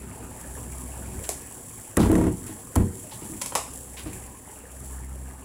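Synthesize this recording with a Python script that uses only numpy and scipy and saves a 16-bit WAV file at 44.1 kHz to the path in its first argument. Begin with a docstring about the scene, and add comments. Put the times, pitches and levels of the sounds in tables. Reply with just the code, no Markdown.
"""Broth with greens and meat simmers in a frying pan, fizzing at the hot rim and bubbling in the middle.
Tiny bursts make the fizz, ringing steam bubbles the broth; under both, a stove rumbles and hums as tones.
Beside the pan a sauce bottle is handled: its cap snaps in filtered bursts, it scuffs as gritty noise,
and it is set down and judders on the counter, which rings in decaying modes; something heavy thuds.
A small kitchen answers in noise tails; the microphone's limiter holds the loudest blows down."""
import sys
import numpy as np
from scipy import signal
from scipy.fft import rfft, irfft, next_fast_len
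from scipy.io import wavfile
from scipy.ndimage import uniform_filter1d, minimum_filter1d, map_coordinates

SR = 44100
rng = np.random.default_rng(int(sys.argv[2]) if len(sys.argv) > 2 else 0)


def wav_out(sig):
    """Save sig, one row per channel (or a flat mono array), as 16-bit PCM at SR to the path in sys.argv[1]."""
    wavfile.write(sys.argv[1], SR, np.round(np.clip(np.atleast_2d(sig).T, -1, 1) * 32767).astype(np.int16))


N = 239992
TIME = np.arange(N) / SR  # seconds into the scene
AGE = TIME[:SR // 2]  # seconds since a short sound began


def amp(db):
    """Decibels to gain."""
    return 10 ** (np.asarray(db) / 20)


def unit(x):
    """Scale to rms 1."""
    return x / np.sqrt(np.mean(x ** 2) + 1e-20)


def along(points, hz):
    """Read (Hz, value) points on a log frequency axis."""
    point_hz, values = np.transpose(points)
    return np.interp(np.log(hz + 1), np.log(point_hz), values)


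def curve(points):
    """Draw straight lines through (s, value) points, one value per sample."""
    s, values = np.transpose(points)
    return np.interp(TIME, s, values)


def wobble(rate):
    """A smooth random curve with rate knots a second."""
    knots = rng.standard_normal(int(N * rate / SR) + 4)
    return map_coordinates(knots, [TIME * rate])


def add(track, s, sound):
    """Mix a sound into the track at time s."""
    part = track[max(round(s * SR), 0):][:len(sound)]
    part += sound[:len(part)]


def coloured(x, spectrum, tilt_db=0):
    """Causal minimum-phase filter of unit power with the given spectrum, tilted per octave."""
    m = 2 * next_fast_len(len(x) // 2 + 2048)
    hz = np.fft.rfftfreq(m, 1 / SR)
    gain = unit(amp(along(spectrum, hz) + tilt_db * np.log2(hz + 20)))
    # folding the cepstrum onto positive times makes the filter causal
    cepstrum = irfft(np.log(np.maximum(gain, 1e-6)))
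    cepstrum[1:m // 2] *= 2
    cepstrum[m // 2 + 1:] = 0
    response = np.exp(rfft(cepstrum))
    return irfft(rfft(x, m) * response)[:len(x)]


def fade(t, t60):
    """A decay of 60 dB in t60 seconds."""
    return np.exp(-np.log(1000) * t / t60)


def puff(t60):
    """White noise that starts at once and dies away."""
    return rng.standard_normal(len(AGE)) * fade(AGE, t60)


# The small kitchen's reverberation. Columns: frequency_hz, t60_s
ROOM_DECAY = [(100, 0.27), (500, 0.53), (2000, 0.57), (8000, 0.54), (16000, 0.46)]


def kitchen(x, near_db, far_db, near_t60):
    """Add the quick answer of nearby surfaces and the room's longer tail, each as decaying noise."""
    hz, t, noise = signal.stft(rng.standard_normal(len(AGE)), SR, nperseg=256)
    decay = fade(t, along(ROOM_DECAY, hz)[:, None])
    far = signal.istft(noise * decay, SR, nperseg=256)[1][:len(AGE)]
    near = puff(near_t60) * (1 - np.exp(-AGE / 0.0023))
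    near = amp(near_db) * near / np.linalg.norm(near)
    far = amp(far_db) * far / np.linalg.norm(far)
    return x + signal.fftconvolve(x, near + far)[:len(x)]


def crack(t60):
    """A brief contact that builds, lets go and excites all frequencies nearly alike."""
    force = fade(AGE, t60) * (1 - fade(AGE, t60)) ** 2
    burst = force * rng.standard_normal(len(AGE))
    # keeping only the phases flattens the spectrum
    even = irfft(np.exp(1j * np.angle(rfft(burst))), len(AGE)) * np.sqrt(force)
    return even * np.linalg.norm(fade(AGE, t60)) / np.linalg.norm(even)


# Swells of the stove's hum. Columns: start_s, hold_s, level_db
HUM_TIMES = [(0, 0.043, -42), (0.535, 0.64, -40.5), (3.616, 0.63, -46.5), (4.945, 0.29, -36)]
HUM_FADE_DB_PER_S = 49  # on both sides of a swell


def hum_level():
    """The hum rises, holds and falls away at a steady rate in dB."""
    start, hold, level_db = np.transpose(HUM_TIMES)[:, :, None]
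    away_s = np.abs(TIME - np.clip(TIME, start, start + hold))
    return np.max(level_db - HUM_FADE_DB_PER_S * away_s, axis=0)


# Harmonics of the hum. Columns: multiple of the hum's pitch, relative level_db
HUM_HARMONICS = [(1, 0.5), (2, -12), (3, -17), (4, -19.5)]
# Spectrum of the stove's rumble, also of the boom under a blow. Columns: frequency_hz, relative level_db
RUMBLE_SPECTRUM = [(15, -2.5), (25, -1.5), (46, -9), (63, -7), (108, -2), (167, -9.5), (188, -10),
                   (261, -9.5), (317, -18.5), (380, -11), (450, -39), (580, -48), (990, -120)]
HUM_HZ = 64.7
RUMBLE_DB, RUMBLE_GROWS = -46, 1.57  # level at an average boil; its dB for each dB of boiling


def stove(boil_db):
    """The stove rumbles more the harder the pan boils, and hums with a slightly unsteady pitch."""
    rumble_db = RUMBLE_DB + RUMBLE_GROWS * (boil_db - boil_db.mean())
    rumble = unit(coloured(rng.standard_normal(N), RUMBLE_SPECTRUM))
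    rumble = rumble * amp(rumble_db + 2.56 * wobble(26))
    pitch_hz = HUM_HZ * (1 + 0.0159 * wobble(12))
    phase = 2 * np.pi * np.cumsum(pitch_hz) / SR
    hum = unit(sum(amp(db) * np.sin(multiple * phase) for multiple, db in HUM_HARMONICS))
    return rumble + hum * amp(hum_level() + 1.6 * wobble(16))


# The bottle slides and is gripped. Columns: start_s, level_db, length_s, centre_hz
SCUFF_TIMES = [(1.239, -43, 0.03, 3200), (1.992, -37.5, 0.099, 2930), (2.465, -52.5, 0.11, 2500),
               (3.112, -46.5, 0.076, 3670), (3.212, -52, 0.086, 2510), (3.968, -42, 0.083, 2730),
               (4.055, -50.5, .12, 2450)]


def scuffs():
    """The bottle rubs against hand and counter: brief strokes of noise with random grit."""
    track = np.zeros(N)
    for s, db, length, centre_hz in SCUFF_TIMES:
        stroke = np.sin(np.pi * np.minimum(AGE / length, 1) ** 0.35)
        grit = rng.standard_normal(len(AGE)) * amp(0.74 * rng.standard_normal(len(AGE)))
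        shape = [(centre_hz / 10, -18), (centre_hz / 2, -4), (centre_hz, 0),
                 (centre_hz * 2, -8), (centre_hz * 5, -16)]
        rub = coloured(grit * stroke, shape)
        add(track, s, amp(db) * kitchen(rub, near_db=-13.0, far_db=-19.5, near_t60=0.32))
    return track


# Spectrum of the hard plastic snap. Columns: frequency_hz, relative level_db
SNAP_SPECTRUM = [(400, -16), (1200, -24), (2200, -5), (4000, -7.5), (5500, -1), (6600, 1), (7700, 7),
                 (9000, 1.5), (10700, 6), (12500, -10.5), (14500, -2.5), (16000, -22)]
# Resonances of the hollow bottle. Columns: multiple of the clack's pitch, relative level_db, t60_s
BOTTLE_MODES = [(.6, -8.5, 0.03), (1, 3.5, 0.011), (1.3, 1.5, 0.0056), (1.95, -17.5, 0.02),
                (3.3, -10, 0.009), (4.5, -21, 0.019)]


def plastic(snap_db, bright_db, clack_db, clack_hz, t60, echo_db):
    """Hard plastic snaps as a sharp burst, and the hollow bottle's modes clack with it."""
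    snap = amp(snap_db) * coloured(crack(t60), SNAP_SPECTRUM, bright_db)
    clack = np.zeros(len(AGE))
    for multiple, db, life in BOTTLE_MODES:
        tone = np.sin(2 * np.pi * clack_hz * multiple * AGE)
        clack += amp(clack_db + db) * tone * fade(AGE, life)
    clack *= 1 - np.exp(-AGE / 0.0011)
    return kitchen(snap + clack, near_db=echo_db - 4.0, far_db=echo_db - 8.5, near_t60=0.22)


# Hard plastic clicks. Columns: start_s, snap_db, brightness_db_per_octave, clack_db, clack_hz,
# contact_t60_s, echo_db (before the offsets in plastic), second_catch_db (over the first)
CLICK_TIMES = [(1.291, -5, 0, -12.5, 693, 0.0042, -4.5, -40),
               (1.969, -14.5, 4, -13.5, 1890, 0.013, -13, -20),
               (2.115, -24.5, 10, -16, 880, 0.011, -19, -30), (2.153, -29.5, 2, -19.5, 1900, 0.01, -9, -34),
               (2.7554, -18, 6, -23, 1197, 0.0075, -11, 0.5), (3.4129, -22, -2.5, -34, 1220, 0.019, 1, 0),
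               (3.4582, -23, -2, -28.5, 1030, 0.019, 1.5, -18), (3.522, -35, -5, -21, 950, .0055, 1.5, -20),
               (3.552, -6, -3, -8.5, 1117, 0.0065, -1, -11)]
CATCH_S, CATCH_PITCH = .0046, 0.801  # the second catch: its delay; its clack's pitch over the first
CATCH_DULLER_DB, CATCH_CLACK_DB = 0.5, 11.5  # its lost brightness per octave; its added clack


def clicks():
    """The plastic catches twice in quick succession: a snap, then a duller and hollower one."""
    track = np.zeros(N)
    for s, snap_db, bright_db, clack_db, clack_hz, t60, echo_db, again_db in CLICK_TIMES:
        add(track, s, plastic(snap_db, bright_db, clack_db, clack_hz, t60, echo_db))
        again = plastic(snap_db, bright_db - CATCH_DULLER_DB, clack_db + CATCH_CLACK_DB,
                        clack_hz * CATCH_PITCH, t60, echo_db)
        add(track, s + CATCH_S, amp(again_db) * again)
    return track


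# Modes of the counter with what stands on it.
# Columns: frequency_hz, relative level_db, t60_s (before the shortening at each contact)
COUNTER_MODES = [(66, 10, .16), (92, 9.5, 0.214), (110.5, -2.5, 0.15), (142, -1, 0.185),
                 (182.3, -2.5, 0.41), (209.3, 0, 0.31), (271.4, 4, 0.17), (311.5, 4, 0.22),
                 (366, -9.5, 0.41), (476.7, -9.5, 0.46), (659, -3, 0.13), (952, -12.5, 0.29),
                 (1350, -17, 0.19), (1577, -15, .15), (1900, -3, 0.066)]
# Spectrum of what rattles on the counter. Columns: frequency_hz, relative level_db
RATTLE_SPECTRUM = [(30, -32), (70, -20), (200, 6.5), (400, 1), (600, -11), (1000, -12.5), (2000, -24),
                   (3500, -34.5), (6000, -50), (10000, -39), (16000, -53)]
BOOM_DB, BOOM_T60_S = -17, 0.56  # the cupboard below booms with each contact


def blow(contact_hz, rattle_db, share):
    """One contact rings the counter, a soft one mostly its low modes, shakes what stands on it and booms below."""
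    hz, mode_db, t60 = np.transpose(COUNTER_MODES)[:, :, None]
    swing = np.sin(2 * np.pi * hz * AGE) * (1 - np.exp(-AGE / 0.0012))
    # modes far from the contact's own frequency are excited less
    octaves_off = np.abs(np.log2(hz / contact_hz))
    strength = amp(mode_db - 7.1 * octaves_off + 0.93 * rng.standard_normal(hz.shape))
    ring = (strength * swing * fade(AGE, t60 * share)).sum(0) / np.linalg.norm(strength)
    rattle = amp(rattle_db) * coloured(puff(0.21), RATTLE_SPECTRUM)
    boom = amp(BOOM_DB) * coloured(puff(BOOM_T60_S), RUMBLE_SPECTRUM)
    return kitchen(ring + rattle + boom, near_db=-16, far_db=-18, near_t60=.08)


# Things put down on the counter. Columns: start_s, level_db, contact_hz (what the first contact
# excites most), rattle_db, bouncing_s, softening_octaves_per_bounce
THUMP_TIMES = [(1.973, -8.5, 348, -6, .095, 0.96), (2.099, -8, 326, -14.5, .177, 0),
               (2.492, -31.5, 380, -12, .01, 0), (2.762, -12, 354, -10.5, .01, 0),
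               (2.773, -8.5, 112, -21, .04, 0.12), (3.221, -34.5, 300, -3.5, .01, 0),
               (3.298, -29, 274, -14, .04, 0), (4.059, -27, 380, -8.5, .01, 0)]
BOUNCE_S, BOUNCE_SCATTER_S = .028, .0002  # from one contact to the next; its random spread
BOUNCE_LOSS_DB, SOFT_LOSS_DB = 0.69, 1.5  # level lost per bounce, and per octave of softening
HELD_RING, LAST_RING = 0.63, 0.855  # share of the ringing time left between bounces, and after the last
TICK_DB, TICK_CLACK_DB, TICK_T60_S = -11.5, -7, 0.015  # bottle's snap and clack on a rebound, over the rattle


def thumps():
    """Things put down bounce at a nearly even pace, ever weaker; the bottle ticks on the rebounds."""
    track = np.zeros(N)
    for start, level_db, contact_hz, rattle_db, length, softening in THUMP_TIMES:
        last = int(length / BOUNCE_S)
        for k in range(last + 1):
            s = start + k * BOUNCE_S + BOUNCE_SCATTER_S * rng.standard_normal()
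            db = level_db - k * (BOUNCE_LOSS_DB + SOFT_LOSS_DB * softening)
            softened_hz = contact_hz / 2 ** (k * softening)
            share = LAST_RING if k == last else HELD_RING
            add(track, s, amp(db) * blow(softened_hz, rattle_db, share))
            if k:
                tick = plastic(TICK_DB, bright_db=2, clack_db=TICK_CLACK_DB, clack_hz=970,
                               t60=TICK_T60_S, echo_db=4.5)
                add(track, s, amp(db + rattle_db) * tick)
    return track


def bubble(t, hz, cycles, rise):
    """A bubble rings for some cycles, its pitch rising as it reaches the surface."""
    life = np.minimum(t * hz / cycles, 2)
    ring = np.sin(2 * np.pi * cycles * life * (1 + rise * life / 2))
    return ring * fade(life, 0.64) * (1 - np.exp(-2 * t * hz))


# How hard the broth boils. Columns: time_s, level_db (before a fixed lift in bubbling)
BOIL_LEVEL = [(0, -47), (.75, -49), (1.21, -46), (1.4, -51.5), (1.8, -52), (2.5, -51), (3.3, -51),
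              (3.8, -52), (4.15, -49.5), (4.35, -51.5), (5.44, -51.5)]
# Spectrum of the bubbling broth. Columns: frequency_hz, relative level_db
BROTH_SPECTRUM = [(120, -24), (250, 2), (370, -9.5), (470, -6.5), (620, -9), (920, -8.5), (1130, -13.5),
                  (1420, -18.5), (1750, -14.5), (2100, -20), (2600, -19.5), (3500, -28.5), (5000, -25.5),
                  (8000, -61)]
# Large bubbles that burst. Columns: start_s, level_db (before a fixed cut), pitch_hz (at the start)
PLOP_TIMES = [(.309, -26, 835), (.574, -23.5, 1020), (.941, -25, 900), (1.511, -29.5, 920),
              (3.042, -28, 590), (3.12, -24, 845), (4.131, -23.5, 2230), (4.476, -25, 840)]


def bubbling(level_db):
    """Steam bubbles ring as they break through the broth, over a noise wash of smaller ones."""
    t = AGE[:SR // 15]
    draws = rng.random((int(340 * N / SR), 3))  # 340 bubbles a second
    hz = 260 * (3000 / 260) ** draws[:, 1:2]
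    size = amp(3.24 * np.minimum(-np.log(1 - draws[:, 2:]), 3.6)) * hz
    where = (draws[:, :1] * N).astype(int) + np.arange(len(t))
    rings = size * bubble(t, hz, cycles=30, rise=.12)
    grains = np.bincount(where.ravel(), rings.ravel(), N)[:N]
    grains = kitchen(grains, near_db=0.5, far_db=-4, near_t60=0.22)
    grains = unit(coloured(grains, BROTH_SPECTRUM))
    wash = unit(coloured(rng.standard_normal(N), BROTH_SPECTRUM)) * amp(1.5 * wobble(25))
    broth = unit(grains + amp(-3.5) * wash) * amp(level_db + 1.5)
    for s, db, pitch_hz in PLOP_TIMES:
        plop = bubble(AGE, pitch_hz, cycles=17, rise=.12)
        add(broth, s, amp(db - 6.5) * kitchen(plop, near_db=-4, far_db=3, near_t60=.07))
    return broth


def pops(rate, spread_db):
    """Random impulses, rate a second, mostly small and a few large."""
    draws = rng.random((int(rate * N / SR), 3))
    sign = np.sign(draws[:, 2] - .5)
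    size = amp(spread_db * np.minimum(-np.log(1 - draws[:, 1]), 6)) * sign
    return unit(np.bincount((draws[:, 0] * N).astype(int), size, N))


# Fizz at the hot rim. Columns: time_s, level_db (before a fixed lift in fizz)
RIM_LEVEL = [(0, -51.5), (.15, -47.5), (.5, -44.5), (1.35, -44), (1.83, -45.5), (2.05, -44.5), (2.7, -46.5),
             (3.15, -42), (3.7, -44), (4.3, -48.5), (4.78, -49), (4.89, -44.5), (5.1, -51), (5.44, -50)]
# Spectrum of the fizz and of the spitting drops. Columns: frequency_hz, relative level_db
FIZZ_SPECTRUM = [(1760, -51), (3000, -14), (3430, -15), (4140, -21.5), (4570, -16), (4970, -19),
                 (5560, -11.5), (6300, -11.5), (7200, 0), (7560, 3), (8520, -2.5), (10600, 1.5),
                 (12500, -14), (14700, -7.5), (16000, -16.5)]
# Drops that spit on the hot wall. Columns: start_s, level_db (before a fixed cut on the spit)
SPIT_TIMES = [(0.7788, -33), (1.235, -24.5), (2.4648, -25), (3.994, -29.5), (4.132, -25.5), (4.51, -33),
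              (4.715, -32)]
FLARE_DB, FLARE_T60_S = -19, 0.73  # each drop sizzles away: level over the table's, dying time


def fizz(level_db):
    """Countless tiny bubbles burst along the hot rim; single drops spit above them and sizzle away."""
    crackle = unit(kitchen(pops(rate=2600, spread_db=3.5), near_db=-12.5, far_db=-24, near_t60=0.018))
    haze = rng.standard_normal(N)
    spray = unit(coloured(haze + amp(-0.5) * crackle, FIZZ_SPECTRUM))
    spray *= amp(level_db + 0.5 + 0.99 * wobble(13) + 1.04 * wobble(120))
    for s, db in SPIT_TIMES:
        spit = kitchen(coloured(crack(.0043), FIZZ_SPECTRUM), near_db=2, far_db=3, near_t60=.045)
        add(spray, s, amp(db - 6) * spit)
        add(spray, s, amp(db + FLARE_DB) * coloured(puff(FLARE_T60_S), FIZZ_SPECTRUM))
    return spray


def scene():
    """The simmering pan on its stove and the handling beside it."""
    boil_db = curve(BOIL_LEVEL)
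    handling = scuffs() + clicks() + thumps()
    pan = bubbling(boil_db) + fizz(curve(RIM_LEVEL))
    return (stove(boil_db) + handling + pan)[None]


TOP_HZ = 16100  # band limit


def record(dry):
    """The microphone loses the deepest bass, a fast limiter holds the peaks, and the band is cut off above."""
    sound = signal.sosfilt(signal.butter(6, 35, "highpass", fs=SR, output="sos"), dry)
    ceiling = .36  # of full scale
    needed = np.minimum(1, ceiling / (np.abs(sound) + 1e-9))
    # the lowest gain within about 1 ms either way, then smoothed
    gain = uniform_filter1d(minimum_filter1d(needed, size=89), size=45)
    m = next_fast_len(N + SR // 2)
    kept = np.fft.rfftfreq(m, 1 / SR) < TOP_HZ
    return irfft(rfft(sound * gain, m) * kept, m)[:, :N]


dry = scene()
out = record(dry)
wav_out(out)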